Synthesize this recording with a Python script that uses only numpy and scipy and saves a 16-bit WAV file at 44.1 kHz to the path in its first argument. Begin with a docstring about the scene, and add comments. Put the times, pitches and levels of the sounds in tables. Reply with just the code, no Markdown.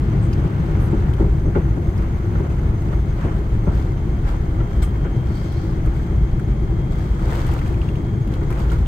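"""Airliner cabin on rough pavement

Inside the cabin of an airliner rolling along the pavement at night. Engines, tyres and air vents are
one broad noise, from low rumble to hiss; a turbine whines faintly as a few wavering partials.
Pavement joints thump through the ringing floor. Loose panels and trim rattle in noise grains and tick
in short rings; soft hisses come and go, and a seat squeaks in thin gliding tones."""
import sys
import numpy as np
from scipy import signal
from scipy.fft import rfft, irfft, next_fast_len
from scipy.io import wavfile

SR = 44100
rng = np.random.default_rng(int(sys.argv[2]) if len(sys.argv) > 2 else 0)


def output_pcm(signal):
    """Save a mono or channel-first signal as 16-bit PCM at the path in sys.argv[1].

    Samples are clipped to [-1, 1] before scaling.
    """
    pcm = np.clip(np.atleast_2d(signal).T, -1, 1) * 32767
    wavfile.write(sys.argv[1], SR, np.round(pcm).astype(np.int16))


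def volts_from_decibels(level):
    """Turn decibel levels (scalar or array-like) into linear amplitude factors."""
    exponent = np.asarray(level, float) / 20
    return 10 ** exponent


N = 391166  # length in samples
TIME = np.arange(N) / SR
HZ = np.fft.rfftfreq(next_fast_len(N), 1 / SR) + 1e-3  # just above zero, so its log exists


def rms_one(x):
    """Scale a sound to rms 1."""
    return x / np.sqrt(np.mean(x ** 2) + 1e-20)


def in_time(rows):
    """Read the columns of a curve table, one value a sample."""
    s, *columns = np.transpose(rows)
    return [np.interp(TIME, s, column) for column in columns]


def at_hz(points):
    """Read a table of frequency and value along a log frequency axis."""
    hz, value = np.transpose(points)
    return np.interp(np.log(HZ), np.log(hz + 1), value)


def drift(rate_hz):
    """Slow random wandering with spread 1, made at a fortieth of the sample rate."""
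    r = np.exp(-80 * np.pi * rate_hz / SR)
    noise = rng.standard_normal(N // 40 + 4002)
    slow = signal.lfilter([1], [1, -2 * r, r * r], noise)[4000:]  # skip the filter's start
    return np.interp(np.arange(N) / 40, np.arange(len(slow)), rms_one(slow - slow.mean()))


def complex_drift(rate_hz):
    """Two wanderings as one complex signal, which shifts both level and phase of a tone."""
    return drift(rate_hz) + 1j * drift(rate_hz)


def resonance(x, hz, width_hz):
    """A two-pole band, like one vibrating mode, with gain 1 at its peak."""
    r = np.exp(-np.pi * width_hz / SR)
    poles = [1, -2 * r * np.cos(2 * np.pi * hz / SR), r * r]
    return signal.lfilter([(1 - r * r) / 2, 0, (r * r - 1) / 2], poles, x)


# How much of the right side is sound of its own. Each row: frequency in Hz, level of that part in dB.
OWN_PART = [(30, -29), (80, -20), (160, -14), (270, -9), (450, -4.5), (740, -1), (1220, -.4), (15000, -.3)]
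# How late the right side hears the left. Each row: frequency in Hz, phase lag in radians.
RIGHT_LAG = [(0, 0), (300, .1), (800, .2), (1200, 3.1), (2330, 6.9), (3190, 7.3), (5430, 15.5),
             (9040, 26.5), (16400, 42)]
# Balance of the two sides. Each row: frequency in Hz, left minus right in dB.
BALANCE = [(40, .4), (70, .8), (160, 2.8), (270, 3.2), (450, 2.5), (740, 1), (1220, -5.5), (2010, 7),
           (3330, 4.0), (5500, 5), (9080, 5), (15000, 3.5)]


def two_ports(shared, own):
    """Spectra at two microphone ports: the right hears part of the left late, the rest is its own."""
    apart = np.clip(volts_from_decibels(at_hz(OWN_PART)), 0, 1)
    lag = np.interp(HZ, *np.transpose(RIGHT_LAG))
    left, other = rfft(shared, len(HZ) * 2 - 2), rfft(own, len(HZ) * 2 - 2)
    right = np.sqrt(1 - apart ** 2) * left * np.exp(-1j * lag) + apart * other
    half_db = at_hz(BALANCE) / 2
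    return np.array([left * volts_from_decibels(half_db), right * volts_from_decibels(-half_db)])


def back_in_time(spectra):
    """Turn spectra into sound."""
    return irfft(spectra, len(HZ) * 2 - 2)[:, :N]


# The roll, used as swings about its average.
# Each row: time in seconds, deep rumble in dB, drone above it in dB.
ROLL = [(0, -23, -19.5), (.6, -25.5, -16.5), (1.1, -20, -21.5), (2.6, -22.5, -23), (3.6, -20, -23.5),
        (4.8, -21.5, -24), (6.2, -21, -23), (7.6, -20.5, -23.5), (8.2, -25.5, -20), (8.7, -18, -25.5)]
# Colour of the cabin noise. Each row: frequency in Hz, relative level in dB per Hz.
CABIN_COLOUR = [(12, -37), (20, -1), (60, 0.5), (123, -1.5), (158, -7), (248, -18), (337, -15.5),
                (472, -27), (1400, -37), (1760, -41.5), (2140, -46), (2820, -53), (3160, -48),
                (4540, -56.5), (16000, -73)]
# Panel and cavity resonances on top of it. 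Each row: frequency in Hz, width in Hz, change in dB.
PANEL_MODES = [(54.8, 10.2, 6.5), (155, 41, 2.5), (206.2, 10.5, 5.5), (333.8, 31.4, 5.5), (404.4, 16.4, 6),
               (782, 22, 4), (2132, 184, 8), (3120, 330, -1.5), (7540, 290, 7.5), (12600, 500, 7),
               (15500, 500, 16)]


def cabin(patchy_db, shared_db):
    """Broad noise coloured by the panels; half-octave bands waver a little, the bass follows the roll."""
    deep_db, drone_db = [db - db.mean() for db in in_time(ROLL)]
    colour_db = at_hz(CABIN_COLOUR)
    for hz, width_hz, db in PANEL_MODES:
        colour_db = colour_db + db / (1 + (2 * (HZ - hz) / width_hz) ** 2)
    spectra = two_ports(*rng.standard_normal((2, N))) * volts_from_decibels(colour_db) * (HZ > 12)
    out, together = 0, drift(21.0)
    for k in range(21):
        band_hz = 17 * 2 ** (k / 2)
        steps = np.clip(2 * np.log2(HZ / 17) - k, -1, 1)  # half octaves from the band's centre
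        # how strongly this band feels the deep rumble and the drone
        deep, low = 1 / (1 + (band_hz / 80) ** 4), 1 / (1 + (band_hz / 250) ** 2)
        roll_db = deep * deep_db + (1 - deep) * low * drone_db
        gain_db = roll_db + patchy_db * drift(18.0) + shared_db * together
        out = out + volts_from_decibels(gain_db) * back_in_time(spectra * np.cos(np.pi / 2 * steps) ** 2)
    return volts_from_decibels(-17) * rms_one(out)


# The turbine. Each row: time in seconds, pitch of the blade tone in Hz, swell in dB.
TURBINE = [(0, 3140, -3), (.9, 3142, -5), (1.9, 3176, -10), (3.2, 3158, -6), (4.2, 3178, 0),
           (4.5, 3181, -5), (4.7, 3184, 3), (5.5, 3202, 4), (5.8, 3217, -3), (6.25, 3227, 1),
           (6.45, 3230, -2), (6.8, 3234, 5), (7.3, 3236, 0), (7.6, 3239, 3), (8.1, 3247, 5),
           (8.35, 3252, -1), (8.87, 3260, -4)]
# Its partials. Each row: multiple of the blade tone, level in dB before the swell, left minus right
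# in dB, smear in Hz, noisy share from 0 to 1, share of the swell followed (below 0: it goes against it).
PARTIALS = [(1, -63, 4, 12, .07, 1), (2, -66, 2, 38, .85, -.2), (3, -76, 3, 130, 1, -.5),
            (4, -79, 2, 220, 1, -1)]


def turbine():
    """Blade tone and its multiples; turbulence smears the higher ones into narrow noise on each side."""
    blade_hz, swell_db = in_time(TURBINE)
    turns, out = np.cumsum(blade_hz) / SR, 0
    for multiple, db, pan_db, smear_hz, noisy, follows in PARTIALS:
        scatter = np.array([complex_drift(smear_hz), complex_drift(smear_hz)])
        steady = np.exp(1j * np.array([0 * TIME, 1.2 + .3 * drift(5.0)]))  # right phase wanders
        carried = np.sqrt(1 - noisy) * steady + np.sqrt(noisy / 2) * scatter
        level_db = db + swell_db * follows + np.array([[pan_db / 2], [-pan_db / 2]])
        tone = np.real(carried * np.exp(2j * np.pi * multiple * turns))
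        out = out + np.sqrt(2) * volts_from_decibels(level_db) * tone
    return out


# Hisses, the short ones like cloth rubbing on a seat. Each row: centre in seconds, length in seconds,
# level in dB at the height of the swell before the left-right balance, centre in Hz, width in Hz.
HISSES = [(.245, .055, -56, 8100, 1300), (.84, .09, -55.5, 10500, 4000), (5.52, .44, -56, 4500, 1700),
          (5.41, .1, -59, 4800, 250), (.3, 1.8, -57.5, 2600, 1500)]


def hisses():
    """Soft bands of noise that swell and fade."""
    out = np.zeros((2, N))
    for s, length_s, db, hz, width_hz in HISSES:
        near = np.abs(TIME - s) < length_s
        noise = rng.standard_normal((2, near.sum()))
        band = resonance(resonance(noise, hz, width_hz), hz, 2 * width_hz)
        swell = np.exp(-(2 * (TIME[near] - s) / length_s) ** 4)
        out[:, near] += volts_from_decibels(db) * swell * rms_one(band)
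    return back_in_time(two_ports(*out))


# Squeaks of a seat. Each row: centre in seconds, length in seconds, level in dB before roughening
# and panning, pitch in Hz at the centre, glide in Hz per second.
SQUEAKS = [(5.32, .05, -63, 4420, -1500), (5.365, .035, -58, 4430, 800), (5.49, .06, -62, 4350, -400),
           (5.58, .055, -58, 4370, 900), (5.55, .09, -66, 4010, -600), (5.7, .06, -62, 4080, -500)]


def squeaks(smear_hz):
    """Thin gliding tones, roughened by uneven slipping."""
    out, slip = np.zeros((2, N)), 1 + .6 * complex_drift(smear_hz)
    for s, length_s, db, hz, glide in SQUEAKS:
        near = np.abs(TIME - s) < length_s
        t = TIME[near] - s
        cycles = hz * t + glide * t ** 2 / 2 - np.array([[0], [.15]])  # right side a little behind
        tone = slip[near] * np.exp(2j * np.pi * cycles)
        swell = np.exp(-(2 * t / length_s) ** 4)
        out[:, near] += volts_from_decibels(db + np.array([[2], [-2]])) * swell * tone.real
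    return out


# Steady chatter of loose parts. Each row: time in seconds, wall panels in dB, trim in dB.
CHATTER = [(0, -38, -57.5), (.9, -35.5, -55), (1.7, -45, -62), (3.5, -43, -60), (5.7, -40.5, -60),
           (6.6, -45, -63.5), (7.7, -41.5, -60), (8.1, -46, -61.5), (8.87, -50, -60)]
# Shudders of the airframe that set them rattling.
# Each row: peak in seconds, length in seconds, wall panels in dB, trim in dB.
SHUDDERS = [(0.908, 0.074, -39, -64), (1.19, 0.11, -39, -57), (1.563, 0.33, -36.5, -61),
            (2.003, 0.31, -35.5, -58), (2.386, 0.78, -37.5, -58), (2.923, 0.079, -36, -53),
            (3.224, 0.29, -31, -52), (3.743, 0.26, -36, -50), (4.279, 0.17, -32.5, -48),
            (4.712, 0.17, -41, -54), (4.825, 0.018, -35, -40), (5.048, 0.058, -36, -63),
            (5.373, 0.67, -54, -51), (5.963, 0.22, -41, -53), (6.92, 0.062, -41, -48),
            (7.007, 0.31, -40, -50.5), (7.33, 0.58, -29, -42.5), (8.333, 0.16, -36, -52),
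            (8.43, 0.07, -37.5, -63), (8.593, 0.4, -33.5, -49), (8.714, 0.099, -50, -46)]


def shaking():
    """Strength of panels and trim: steady chatter plus each shudder, rising fast and dying slower."""
    rise_share, edge_db = .26, 12.5  # share of the length spent rising; drop at either end
    power = volts_from_decibels(2 * np.array(in_time(CHATTER)))
    for s, length_s, *db in SHUDDERS:
        before, after = (s - TIME) / rise_share, (TIME - s) / (1 - rise_share)
        away = np.where(TIME < s, before, after) / length_s
        power = power + volts_from_decibels(2 * np.array(db))[:, None] * volts_from_decibels(-2 * edge_db * np.minimum(away, 8))
    return np.sqrt(power)


# Colour of the wall panels' rattle. Each row: frequency in Hz, relative level in dB per Hz.
PANEL_COLOUR = [(320, -6), (550, -2.5), (603, -11), (662, -5.5), (1450, -8), (2110, -18.5), (2400, -21),
                (3120, -24.5), (5280, -120)]
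# Colour of the trim's rattle. Each row: frequency in Hz, relative level in dB per Hz.
TRIM_COLOUR = [(1350, -37.5), (2300, 2), (2450, -20.5), (3140, -3.5), (3430, -2.5), (4680, -7.5),
               (6920, -12.5), (7620, -8.5), (8790, -17), (14500, -17.5), (15500, -19)]


def rattle(strength, colour, per_s, spread_db, smooth):
    """Loose parts chatter in dense random grains of dying noise over a smooth share of steady noise."""
    sizes = volts_from_decibels(spread_db * np.minimum(rng.exponential(1, N), 4))
    born = (rng.random(N) < per_s / SR) * sizes
    grains = smooth + signal.lfilter([1], [1, -.985], born)
    noise = grains * rng.standard_normal((2, N))
    return strength * rms_one(back_in_time(two_ports(*noise) * volts_from_decibels(at_hz(colour))))


def burst(s, db, t60, rise_s, hz):
    """A puff of noise that rises and dies by 60 dB in t60 seconds, filtered by hz = (low, high)."""
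    t = np.arange(int(.25 * SR)) / SR
    shape = (1 - np.exp(-t / rise_s)) * volts_from_decibels(-60 * t / t60)
    sos = signal.butter(2, hz, "band", fs=SR, output="sos")
    noise = rms_one(signal.sosfilt(sos, rng.standard_normal((2, len(t)))))
    at = int(s * SR)
    return at, volts_from_decibels(db) * (shape / shape.max() * noise)[:, :N - at]


# Ticks of the trim.
# Each row: start in seconds, ring in dB, centre in Hz, crack in dB; levels before the later shaping.
TICKS = [(0.328, -39.5, 4820, -57), (0.329, -36, 2700, -55), (.333, -38.5, 4940, -56),
         (1.1358, -42, 3120, -48), (1.978, -46, 4970, -52), (2.5017, -44, 2580, -56),
         (2.8194, -47, 2550, -52), (5.315, -40, 1420, -58), (5.524, -45, 3300, -49),
         (5.859, -34, 1360, -50), (6.395, -32, 1400, -50), (7.1916, -34, 1370, -58),
         (7.3545, -40, 3050, -46), (7.4662, -42, 3150, -45), (7.516, -38, 2700, -47),
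         (7.5356, -38, 1900, -43), (7.59, -35, 2720, -50), (7.613, -35, 1800, -53), (7.661, -39, 2500, -52),
         (7.6784, -40, 1850, -51), (7.7415, -40, 2500, -55), (7.8155, -36, 2780, -56),
         (7.8875, -35.5, 2750, -55), (7.955, -42, 2800, -58), (8.274, -44, 2370, -52),
         (8.338, -40, 3250, -49), (8.5032, -29, 1260, -45), (8.513, -33, 1500, -48),
         (8.526, -36, 2050, -47), (8.5916, -44, 2660, -47), (8.6996, -39, 3150, -53),
         (8.717, -27, 1260, -44), (8.73, -35, 1500, -50), (8.8597, -40, 3130, -55)]
# One sharp click in its stages. Each row: start in seconds, ring in dB, centre in Hz, crack in dB,
# fade of the noisy fringe by 60 dB in seconds; levels before the later shaping.
CLICK = [(4.8245, -39, 3560, -47, .04), (4.822, -35, 1500, -50, .1), (4.826, -38, 2200, -52, .12),
         (4.834, -35, 1200, -56, .14), (4.827, -37, 7700, -45, .1), (4.833, -41, 3200, -51.5, .1),
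         (4.836, -44.5, 8100, -48.5, .16)]


def ticks(rows, spread, noisy_db):
    """A tick is a short ring of the part, a noisy fringe around its pitch and a broad crack."""
    out, rings, t = np.zeros((2, N)), np.zeros((2, N)), np.arange(int(.25 * SR)) / SR
    balance_hz, balance_db = np.transpose(BALANCE)
    for s, ring_db, hz, crack_db, t60 in rows:
        at, fringe = burst(s, ring_db + noisy_db, t60, .0012, (hz / spread, hz * spread))
        at, crack = burst(s, crack_db, 1.2 * t60, .00049, (1800, 14500))
        side_db = np.interp(np.log(hz), np.log(balance_hz), balance_db) * np.array([[.5], [-.5]])
        cycles = hz * t + rng.random() - np.array([[0], [.2]])  # right side a fifth of a cycle behind
        fade = volts_from_decibels(ring_db + side_db - 90 * t / t60) * np.minimum(t / .0005, 1)
        ring = fade * np.sin(2 * np.pi * cycles)
        out[:, at:at + crack.shape[1]] += fringe + crack
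        rings[:, at:at + crack.shape[1]] += ring[:, :N - at]
    return back_in_time(two_ports(*out)) + rings


# Pavement joints. Each row: start in seconds, level of the push in dB before the floor shapes it,
# brightness as top frequency in Hz, fade of the puff by 60 dB in seconds.
THUMPS = [(.925, -12.5, 670, 0.17), (1.195, -11, 607, 0.25), (1.451, -16, 444, 0.21),
          (1.548, -12, 1880, 0.14), (1.554, -10, 606, 0.14), (1.769, -15, 595, 0.08),
          (2.352, -13, 1500, 0.054), (2.395, -12, 484, 0.09), (2.927, -13.5, 1510, 0.058),
          (3.235, -15, 704, 0.2), (3.664, -14, 860, 0.23), (4.601, -15.5, 2000, 0.1),
          (5.045, -16.5, 2000, 0.11), (5.3, -20, 1220, 0.077), (8.411, -16.5, 1400, 0.084),
          (8.501, -18, 2000, 0.16), (8.714, -15.5, 2000, 0.15)]
# Floor modes rung by the joints. Each row: frequency in Hz, width in Hz, gain in dB.
FLOOR_MODES = [(60, 53, 1.5), (166, 92, 0.5), (336, 40, 4), (398, 75, -2), (586, 150, -10.5),
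               (814, 125, -12), (960, 144, -10.5), (1400, 140, -10.5), (2050, 330, -17), (2000, 4100, -27)]


def thumps(blow_db):
    """Each joint sends a short solid blow and a dull puff with it through the floor modes."""
    push = np.full((2, N), 1e-18)
    for s, db, top_hz, t60 in THUMPS:
        at, puff = burst(s, db, t60, t60 / 40, (40, top_hz))
        blow = np.hanning(int(SR / top_hz))  # a harder blow is a shorter one
        puff[:, :len(blow)] += volts_from_decibels(db + blow_db) * blow
        push[:, at:at + puff.shape[1]] += puff
    rung = 0
    for k, (hz, width_hz, db) in enumerate(FLOOR_MODES):
        rung = rung + (-1) ** k * volts_from_decibels(db) * resonance(push, hz, width_hz)  # neighbours in opposite sign
    return back_in_time(two_ports(*rung))


def scene():
    """Add up all sources at the two ports."""
    background = cabin(patchy_db=.48, shared_db=.91) + turbine()
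    seat = hisses() + squeaks(smear_hz=55.0)
    panel_shake, trim_shake = shaking()
    panels = rattle(panel_shake, PANEL_COLOUR, per_s=200.0, spread_db=3.0, smooth=2.24)
    trim = rattle(trim_shake, TRIM_COLOUR, per_s=250.0, spread_db=0.0, smooth=1.0)
    trim_ticks = ticks([(*tick, .035) for tick in TICKS], spread=1.23, noisy_db=-5.5)  # fade in seconds
    click = ticks(CLICK, spread=1.11, noisy_db=-7.0)
    return background + seat + panels + trim + trim_ticks + click + thumps(blow_db=4.0)


def roll_off(x):
    """The treble ends steeply here."""
    return signal.sosfilt(signal.butter(12, 16760, fs=SR, output="sos"), x)


def record(dry):
    """Cut the top steeply above 15.8 kHz and finish the mix."""
    low_pass = signal.ellip(12, .5, 70, 15800, fs=SR, output="sos")
    mix = signal.sosfilt(low_pass, dry)
    return roll_off(mix)


dry = scene()
out = record(dry)
output_pcm(out)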